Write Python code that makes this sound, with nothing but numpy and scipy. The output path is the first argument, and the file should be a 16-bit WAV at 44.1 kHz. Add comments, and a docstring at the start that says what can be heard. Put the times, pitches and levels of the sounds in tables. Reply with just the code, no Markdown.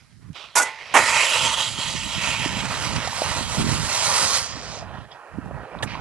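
"""On a frozen river, snow shovels pass to the right: a blade is dropped, rattles, slams down on the ice and is pushed
along. Tiny fractures under its edge drive a drone, a singing edge resonance and a hiss of crushed snow; rattling
blows leave the blade ringing, and near the end another object gives a dry clack. Lumps of ice thud as damped sines;
crunches and ticks are short noise bursts. Wind buffets two microphone ports as separate low noises over a faint
hiss; the loudest peaks flatten in overload."""
import sys
import numpy as np
from scipy import signal
from scipy.fft import rfft, irfft, next_fast_len
from scipy.io import wavfile
from scipy.ndimage import uniform_filter1d, map_coordinates

SR = 44100
rng = np.random.default_rng(int(sys.argv[2]) if len(sys.argv) > 2 else 0)


def ratio(d):
    """dB to gain"""
    e = np.asarray(d, float) / 20
    return 10 ** e


def generate_wav(sig):
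    """Save sig (samples, or channels by samples) to the path in sys.argv[1] as 16-bit PCM at SR."""
    pcm = np.round(np.clip(np.atleast_2d(sig).T, -1, 1) * 32767).astype(np.int16)
    wavfile.write(sys.argv[1], SR, pcm)


N = 264687


def unit(x):
    """Scale to an rms of 1."""
    return x / np.sqrt(np.mean(x ** 2) + 1e-20)


def along(points, hz):
    """Read (Hz, value) points on a log frequency axis."""
    f, v = np.transpose(points)
    return np.interp(np.log(hz + 1), np.log(f + 1), v)


def curves(rows, t):
    """Read each column after the time at times t."""
    s, *cols = np.transpose(rows)
    return [np.interp(t, s, c) for c in cols]


def wobble(rate):
    """A smooth random curve with rate knots a second."""
    knots = rng.standard_normal(int(N * rate / SR) + 4)
    return map_coordinates(knots, [np.arange(N) * rate / SR])


def filtered(x, response):
    """Shape x with a real or complex response of frequency."""
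    m = next_fast_len(N + SR // 2)
    return irfft(rfft(x, m) * response(np.fft.rfftfreq(m, 1 / SR)), m)[..., :N]


def causal(points):
    """A short minimum-phase impulse with the colour of (Hz, dB) points, energy 1."""
    colour = ratio(along(points, np.fft.rfftfreq(4096, 1 / SR)))
    cepstrum = irfft(np.log(colour + 1e-4))
    # folding the cepstrum forward puts the energy at the start
    cepstrum[1:2048] *= 2
    cepstrum[2049:] = 0
    pulse = irfft(np.exp(rfft(cepstrum)))
    return pulse / np.linalg.norm(pulse)


def grit(rate, scatter_db):
    """Tiny fractures of uneven size, on average rate a second, at an rms of 1."""
    breaks = rng.random(N) < rate / SR
    return unit(breaks * rng.standard_normal(N) * ratio(scatter_db * rng.exponential(size=N)))


def beside(z, hz, t):
    """Place the spectra of a mid and a side sound as a partly alike pair, left later and weaker."""
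    # Likeness of left and right. Each row: frequency in Hz, correlation.
    alike = [(300, 1), (1000, .98), (2500, 0.9), (5000, 0.85), (10000, 0.75)]
    # Path of the source. Each row: time in seconds, left lag in microseconds, left-over-right level in dB.
    sideways = [(.4, 0, -10), (.55, 0, -6), (1.5, 10, -6.5), (2.2, 35, -7), (3.5, 63, -6.5), (6, 63, -7)]
    lag, pan_db = curves(sideways, t)
    turn = np.arccos(np.clip(along(alike, hz), 0, 1))[:, None] / 2
    mid, side = np.cos(turn) * z[0], np.sin(turn) * z[1]
    # half of the lag and level goes to each side
    tilt = ratio(pan_db / 2) * np.exp(-1j * np.pi * hz[:, None] * lag / 1e6)
    pair = np.array([(mid + side) * tilt, (mid - side) / tilt])
    return signal.istft(pair, SR, nperseg=512)[1][:, :N]


def sheet(t60):
    """The many close modes of a thin blade: a fading noise tail of energy 1."""
    seconds = np.arange(SR // 2) / SR
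    tail = rng.standard_normal(SR // 2) * ratio(-60 * seconds / t60)
    return tail[None] / np.linalg.norm(tail)


def contacts(t):
    """All sliding contacts at times t: (drone dB, edge centre and width Hz, hiss dB, edge gain dB, voice)."""
    # A bare blade pushed away over clean ice. Each row: time in seconds, drone level in dB before wavering.
    bare = [(.96, -28.5), (1.21, -26), (1.47, -29), (1.66, -33), (1.72, -37.5), (1.85, -34.5), (2.05, -39),
            (2.3, -35.5), (2.75, -47.5), (3.0, -62)]
    # Its edge sings higher as it speeds up, then sags and blurs.
    # Each row: time in seconds, edge resonance in Hz, its width in Hz.
    glide = [(1.0, 2050, 1150), (1.25, 2650, 1100), (1.55, 3050, 1150), (2.0, 2900, 1900),
             (2.3, 2650, 1500), (2.8, 2750, 1800)]
    # A blade loaded with snow comes past, shoves and stops.
    # Each row: time in seconds, drone level in dB before wavering, snow hiss in dB over the drone.
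    loaded = [(2.1, -41.5, -21.5), (2.7, -32.5, -4.5), (2.82, -31, -2.5), (3.02, -33, -8), (3.19, -33, 1.5),
              (3.27, -30, -3.5), (3.5, -33.5, 1), (3.7, -32.5, 1), (4.2, -27, 4.5), (4.36, -31.5, 6.5),
              (4.5, -42.5, 4), (4.78, -46, 4), (4.87, -62, -4)]
    # A blade deep in snow draws near, muffled. Each row: time in seconds, drone level in dB before wavering.
    buried = [(4.3, -47), (4.6, -40), (5.05, -45.5), (5.45, -45), (5.8, -37), (5.87, -43), (6.0, -36.5)]
    # Light scuffs of a dragged blade. Each row: start in seconds, drone level in dB before wavering,
    # length before the fade in seconds, starting edge resonance in Hz, snow hiss in dB over the drone.
    scuffs = [(-.08, -62.5, 0.078, 1640, 1), (0.19, -67, .1, 1190, -9), (0.322, -47.5, 0.11, 2770, -8),
              (0.622, -40, 0.052, 2050, -7), (0.762, -44, .2, 2020, -6), (4.848, -59, 0.18, 2630, -16),
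              (5.847, -44.5, 0.065, 2200, -4.5)]
    # Voice of each contact: drone pitch ratio, edge in dB over the drone, top of the hiss in Hz,
    # ringing share from 0 to 1. The bare edge gets a further gain and the loaded hiss dulls, both below.
    bare_voice = (1.043, 5.1, 10200, 0.41)
    loaded_voice = (1.0, -1, 9796, 0.15)
    buried_voice = (.81, -14, 5100, .03)
    scuff_voice = (.9, 4, 5500, .04)

    def inside(rows):
        """Silence, in dB, outside the time span of a contact."""
        return -150 * ((t < rows[0][0]) | (t > rows[-1][0]))

    # bare: edge and hiss gain 3 dB a second on the drone as the blade leaves
    bare_db = curves(bare, t)[0] + inside(bare)
    thin_db = 3 * (t - bare[0][0])
    rows = [(bare_db, curves(glide, t), -2 + thin_db, thin_db, bare_voice)]

    # loaded: as the blade slows, its hiss dulls
    pitch, edge_db, top_hz, ringing = loaded_voice
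    loaded_db, loaded_hiss_db = curves(loaded, t)
    dulling_hz = np.interp(t, (4.41, 4.52), (top_hz, 7200))
    rows.append((loaded_db + inside(loaded), (2670, 2400), loaded_hiss_db, 0,
                 (pitch, edge_db, dulling_hz, ringing)))

    buried_db = curves(buried, t)[0] + inside(buried)
    rows.append((buried_db, (2450, 830), -29.5, 0, buried_voice))

    attack_s, fade_db_per_s, rise_hz_per_s, width_hz = 0.033, 75, 3200, 1550
    for s, db, length, edge_hz, hiss_db in scuffs:
        attack_db = 20 * np.log10(np.clip((t - s) / attack_s, 1e-4, 1) ** 2)
        fade_db = fade_db_per_s * np.maximum(t - s - length, 0)
        rising_hz = edge_hz + rise_hz_per_s * np.clip(t - s, 0, length)
        rows.append((db + attack_db - fade_db, (rising_hz, width_hz), hiss_db, 0, scuff_voice))
    return rows


def scrape():
    """Fractures under the edge drive the low drone, a resonance of the edge, and the hiss."""
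    # Strongest resonances of the sliding blade.
    # Each row: centre in Hz, width in Hz, peak in dB over the direct sound.
    chatter = [(889, 54, 7), (7160, 1000, 12.5)]
    # Colour of the drone at pitch ratio 1. Each row: frequency in Hz, relative density in dB per Hz.
    drone_colour = [(180, -38), (300, -17), (468, -2.5), (963, 5), (1160, 3), (2400, -4), (3120, -107.5),
                    (5280, -120)]
    # Colour of the crushed snow. Each row: frequency in Hz, relative density in dB per Hz.
    hiss_colour = [(2000, -28.5), (3600, -6.5), (5200, -2.5), (7400, -7), (9500, -6.5), (12000, -3.5)]
    # The blade skips and the scrape drops out for a moment.
    # Each row: centre in seconds, level change in dB, length in seconds.
    skips = [(1.561, -7, 0.012), (1.764, -5, 0.026), (2.676, -4, 0.011), (3.46, -4, 0.037),
             (3.64, -5, 0.013), (5.072, -8, 0.021)]

    def strong(f):
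        """The direct sound plus the resonances."""
        return 1 + sum(ratio(db) * 1j * f * w / (c * c - f * f + 1j * f * w) for c, w, db in chatter)

    def band(gain):
        """A spectral gain at an rms of 1."""
        return gain / np.sqrt(np.mean(gain ** 2, axis=0))

    rub = np.array([grit(9000, 0.56), grit(9000, 0.64)])
    # on bare ice the blade rings; deep snow damps it
    now = contacts(np.arange(N) / SR)
    loudness = sum(ratio(db) for db, *_ in now)
    share = np.clip(sum(ratio(db) * voice[-1] for db, *_, voice in now) / loudness, 0, 1)
    modes = signal.fftconvolve(rub, sheet(t60=0.058), axes=1)[:, :N]
    ringing = unit(filtered(modes, strong))
    rub = np.sqrt(1 - share) * rub + np.sqrt(share) * ringing
    rub = rub * ratio(0.86 * wobble(35) + 0.79 * wobble(13))

    hz, t, z = signal.stft(rub, SR, nperseg=512)
    f, power = hz[:, None], 0
    for drone_db, (edge_hz, width_hz), hiss_db, gain_db, (pitch, edge_db, top_hz, _) in contacts(t):
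        drone = band(ratio(along(drone_colour, f / pitch)))
        edge = band(1 / (1 + ((f * f - edge_hz ** 2) / (f * width_hz + 1)) ** 2))
        hiss = band(ratio(along(hiss_colour, f)) / np.sqrt(1 + (f / top_hz) ** 14))
        layers = drone ** 2 + (edge * ratio(edge_db + gain_db)) ** 2 + (hiss * ratio(hiss_db)) ** 2
        power = power + ratio(2 * drone_db) * layers
    skips_db = sum(db * np.exp(-((t - s) / length) ** 2) for s, db, length in skips)
    # patches of time and frequency waver at random
    patches = uniform_filter1d(uniform_filter1d(rng.standard_normal(power.shape), 6, 0), 12, 1)
    return beside(z * np.sqrt(power) * ratio(skips_db + 1.73 * unit(patches)), hz, t)


def blows():
    """Each blow is a dense rattle of contacts that dies away, with more or less ringing after it."""
    # Rattling blows of a blade, and a last dry clack of another object with hardly any ringing.
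    # Each row: start in seconds, relative level in dB, rattle in seconds,
    # fade of the rattle by 60 dB in seconds, treble in dB, ringing in relative dB.
    strikes = [(0.553, -24, 0.035, 0.06, 3.5, -6), (.596, -28.5, 0.0042, 0.082, -16, 2),
               (.614, -32, 0.02, 0.038, 3.5, -10.5), (.939, -15, 0.037, 0.2, -12.5, -21.5),
               (5.824, -33.5, 0.013, 0.064, -4.5, -32)]
    # Ringing modes of the blade. Each row: frequency in Hz, relative level in dB before scatter,
    # fade by 60 dB in seconds.
    blade = [(884, -23.5, 0.52), (1053, -30, 0.74), (1455, -11, 0.24), (2010, -22.5, 0.32),
             (4795, -21.5, 0.16), (6800, -24, .05)]
    # Body of a blow. Each row: frequency in Hz, relative density in dB per Hz.
    crash = [(120, -44.5), (250, -16), (600, -10.5), (900, -2.5), (1300, -8.5), (2400, -11.5), (3200, -20),
             (5200, -48.5)]
    # Treble of a blow. 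Each row: frequency in Hz, relative density in dB per Hz.
    splash_colour = [(2060, -48.5), (3500, -8.5), (4010, -10.5), (6780, 3.5), (11700, -6), (15200, -47),
                     (22000, -120)]
    out, t = np.zeros((2, N + 2 * SR)), np.arange(SR) / SR
    body, splash = causal(crash), causal(splash_colour)
    for s, db, rattle, t60, treble_db, ring_db in strikes:
        shape = ratio(-60 * np.maximum(t - rattle, 0) / t60) * (1 - np.exp(-t / 0.0027))
        hits = rng.standard_normal((2, SR)) * ratio(2.58 * rng.exponential(size=(2, SR))) * shape
        ring = 0
        for hz, level, decay in blade:
            mode_db = level + rng.normal(0, 2.05) + treble_db * (hz > 3500) - 60 * t / decay
            ring = ring + ratio(mode_db) * np.sin(2 * np.pi * hz * t)
        voice = ratio(ring_db - 14.0) * ring
        voice[:len(body)] += body + ratio(treble_db) * splash
        # a tail of dense modes rings along with the hits
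        hits = hits + ratio(ring_db) * signal.fftconvolve(hits, sheet(t60=0.19), axes=1)[:, :SR]
        out[:, round(s * SR):][:, :SR] += ratio(db) * signal.fftconvolve(hits, voice[None], axes=1)[:, :SR]
    return out[:, :N]


def thuds(rows):
    """Damped sines with a soft onset, from rows of (s, relative dB, Hz, cycles of decay)."""
    out, t = np.zeros(N + SR), np.arange(SR // 10) / SR
    for s, db, hz, cycles in rows:
        decay = t * hz / cycles
        shape = np.exp(-decay) * (1 - np.exp(-3 * decay))
        out[round(s * SR):][:len(t)] -= ratio(db) * np.sin(2 * np.pi * hz * t) * shape
    return out[:N]


def lumps():
    """A lump of ice under boots or blade, or the knock in the clack, gives a few cycles at its own pitch."""
    # Lumps of ice, and at 5.83 s the knock in the dry clack.
    # Each row: start in seconds, relative level in dB, pitch in Hz, decay in cycles.
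    knocks = [(3.074, -21, 748, 2.2), (3.13, -24, 900, 2), (3.219, -12, 670, 0.97),
              (4.825, -29.5, 674, 1.9), (5.459, -34, 800, 1.5), (5.511, -24.5, 620, 0.64),
              (5.751, -23, 900, 1.1), (5.83, -24.5, 553, 1.7), (5.953, -26, 1020, 1.9)]
    # gains in dB of the mid and side parts
    return thuds(knocks) * ratio([[8], [-3]])


def bursts():
    """Crunches, ticks and part of a dry clack: each a short burst of noise in one broad resonance."""
    # Short noise bursts: crunches, ticks and a dry clack. Each row: start in seconds, level in dB before
    # the envelope, centre in Hz, width in Hz (the lower edge stays at or above 100 Hz), length in seconds.
    burst_rows = [(.33, -50, 5000, 8000, 0.0033), (2.96, -23.5, 2940, 4000, 0.0087),
                  (3.073, -26.5, 5030, 3950, 0.0054), (5.111, -44, 3300, 500, 0.022),
                  (5.115, -54, 5000, 900, 0.034), (5.786, -44.5, 3660, 796, .008),
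                  (5.826, -24, 1760, 250, 0.011), (5.826, -23, 3260, 900, 0.0093)]
    out, t = np.zeros((2, N + SR)), np.arange(SR // 10) / SR
    for s, db, hz, width_hz, length in burst_rows:
        edges_hz = [max(hz - width_hz / 2, 100), hz + width_hz / 2]
        sos = signal.butter(2, edges_hz, "bandpass", fs=SR, output="sos")
        burst = unit(signal.sosfilt(sos, rng.standard_normal((2, len(t)))))
        shape = np.exp(-(t / length) ** 2) * (1 - np.exp(-t / 0.00074))
        out[:, round(s * SR):][:, :len(t)] += ratio(db) * burst * shape
    return out[:, :N]


def wind():
    """Eddies thump each port separately, in short lumps; stronger wind brings more of the fast, spiky ones."""
    # Wind on the ports. Each row: time in seconds, buffet level in dB before the port offsets.
    gust_rows = [(0.0, -54.5), (0.32, -40.5), (0.37, -56.5), (0.9, -54.5), (1.0, -37), (1.34, -43.5),
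                 (1.44, -28.5), (1.52, -38.5), (2.99, -26), (3.12, -42.5), (3.32, -28), (3.55, -33),
                 (3.59, -15.5), (3.72, -27.5), (3.84, -23.5), (3.9, -38), (5.03, -37), (5.1, -55),
                 (5.27, -66), (5.35, -33), (5.64, -36), (5.68, -60), (5.78, -32)]
    # Slow eddies. Each row: frequency in Hz, relative density in dB per Hz.
    buffet = [(20, -15), (60, -7.5), (115, -5.5), (240, -16.5), (500, -59.5)]
    # Fast eddies. Each row: frequency in Hz, relative density in dB per Hz.
    flutter = [(60, -22.5), (140, 1), (240, -2), (420, -12), (800, -48)]
    # Single eddies slapping mostly the right port.
    # Each row: start in seconds, level in dB before the port offsets, pitch in Hz.
    slaps = [(0.301, -24.5, 152), (2.178, -21, 160), (2.459, -16.5, 290), (2.567, -19, 192),
             (2.929, -23, 150), (3.408, -23, 240), (3.581, -17, 150), (4.569, -31, 300),
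             (5.384, -16.5, 260.4)]
    # The right port faces the wind. Each row: buffet offset of one port in dB, left then right.
    ports_db = [
        [-11.5],
        [1.85],
    ]
    buffet_db, = curves(gust_rows, np.arange(N) / SR)
    slow = unit(filtered(rng.standard_normal((2, N)), lambda hz: ratio(along(buffet, hz))))
    flurries = np.array([grit(510, 1.6), grit(400, 2.4)])
    fast = unit(filtered(flurries, lambda hz: ratio(along(flutter, hz))))
    # fast over slow eddies in dB: 3.5 at a 0 dB buffet, 0.26 more per dB of wind
    spiky_db = 3.5 + 0.26 * buffet_db
    gusts_db = 2.83 * np.array([wobble(30), wobble(30)])
    eddies = unit((slow + fast * ratio(spiky_db)) * ratio(gusts_db))
    slapping = thuds([(*row, 1.1) for row in slaps]) * ratio([[-6], [8]])
    return eddies * ratio(buffet_db + ports_db) + slapping


def air():
    """A faint, smooth noise stands for the far field and the microphone hiss."""
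    # Colour of the hiss. Each row: frequency in Hz, relative density in dB per Hz.
    air_colour = [(200, -37), (600, -3), (2000, -34), (4000, 2.5), (12000, -1.5)]
    return ratio(-63) * unit(filtered(rng.standard_normal((2, N)), lambda hz: ratio(along(air_colour, hz))))


def scene():
    """Mix the scrape, the placed impacts, the wind and the hiss."""
    hz, t, z = signal.stft(blows() + lumps() + bursts(), SR, nperseg=512)
    return scrape() + beside(z, hz, t) + wind() + air()


def top_cut(x):
    """Nothing passes above the cut-off."""
    return signal.sosfilt(signal.butter(12, 11860, fs=SR, output="sos"), x)


def record(dry):
    """The microphone path passes a band, and the loudest peaks flatten towards full scale."""
    # Band limits of the microphone path: low corner in Hz, top in Hz.
    band_hz = (50, 11750)
    low_hz, top_hz = band_hz

    def path(hz):
        """A bass roll-off and a steep treble edge 250 Hz wide."""
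        return np.clip((top_hz - hz) / 250, 0, 1) ** 2 / np.sqrt(1 + (low_hz / (hz + 1)) ** 4)

    heard = filtered(dry, path)
    mix = heard / (1 + np.abs(heard) ** 12) ** (1 / 12)
    return top_cut(mix)


dry = scene()
out = record(dry)
generate_wav(out)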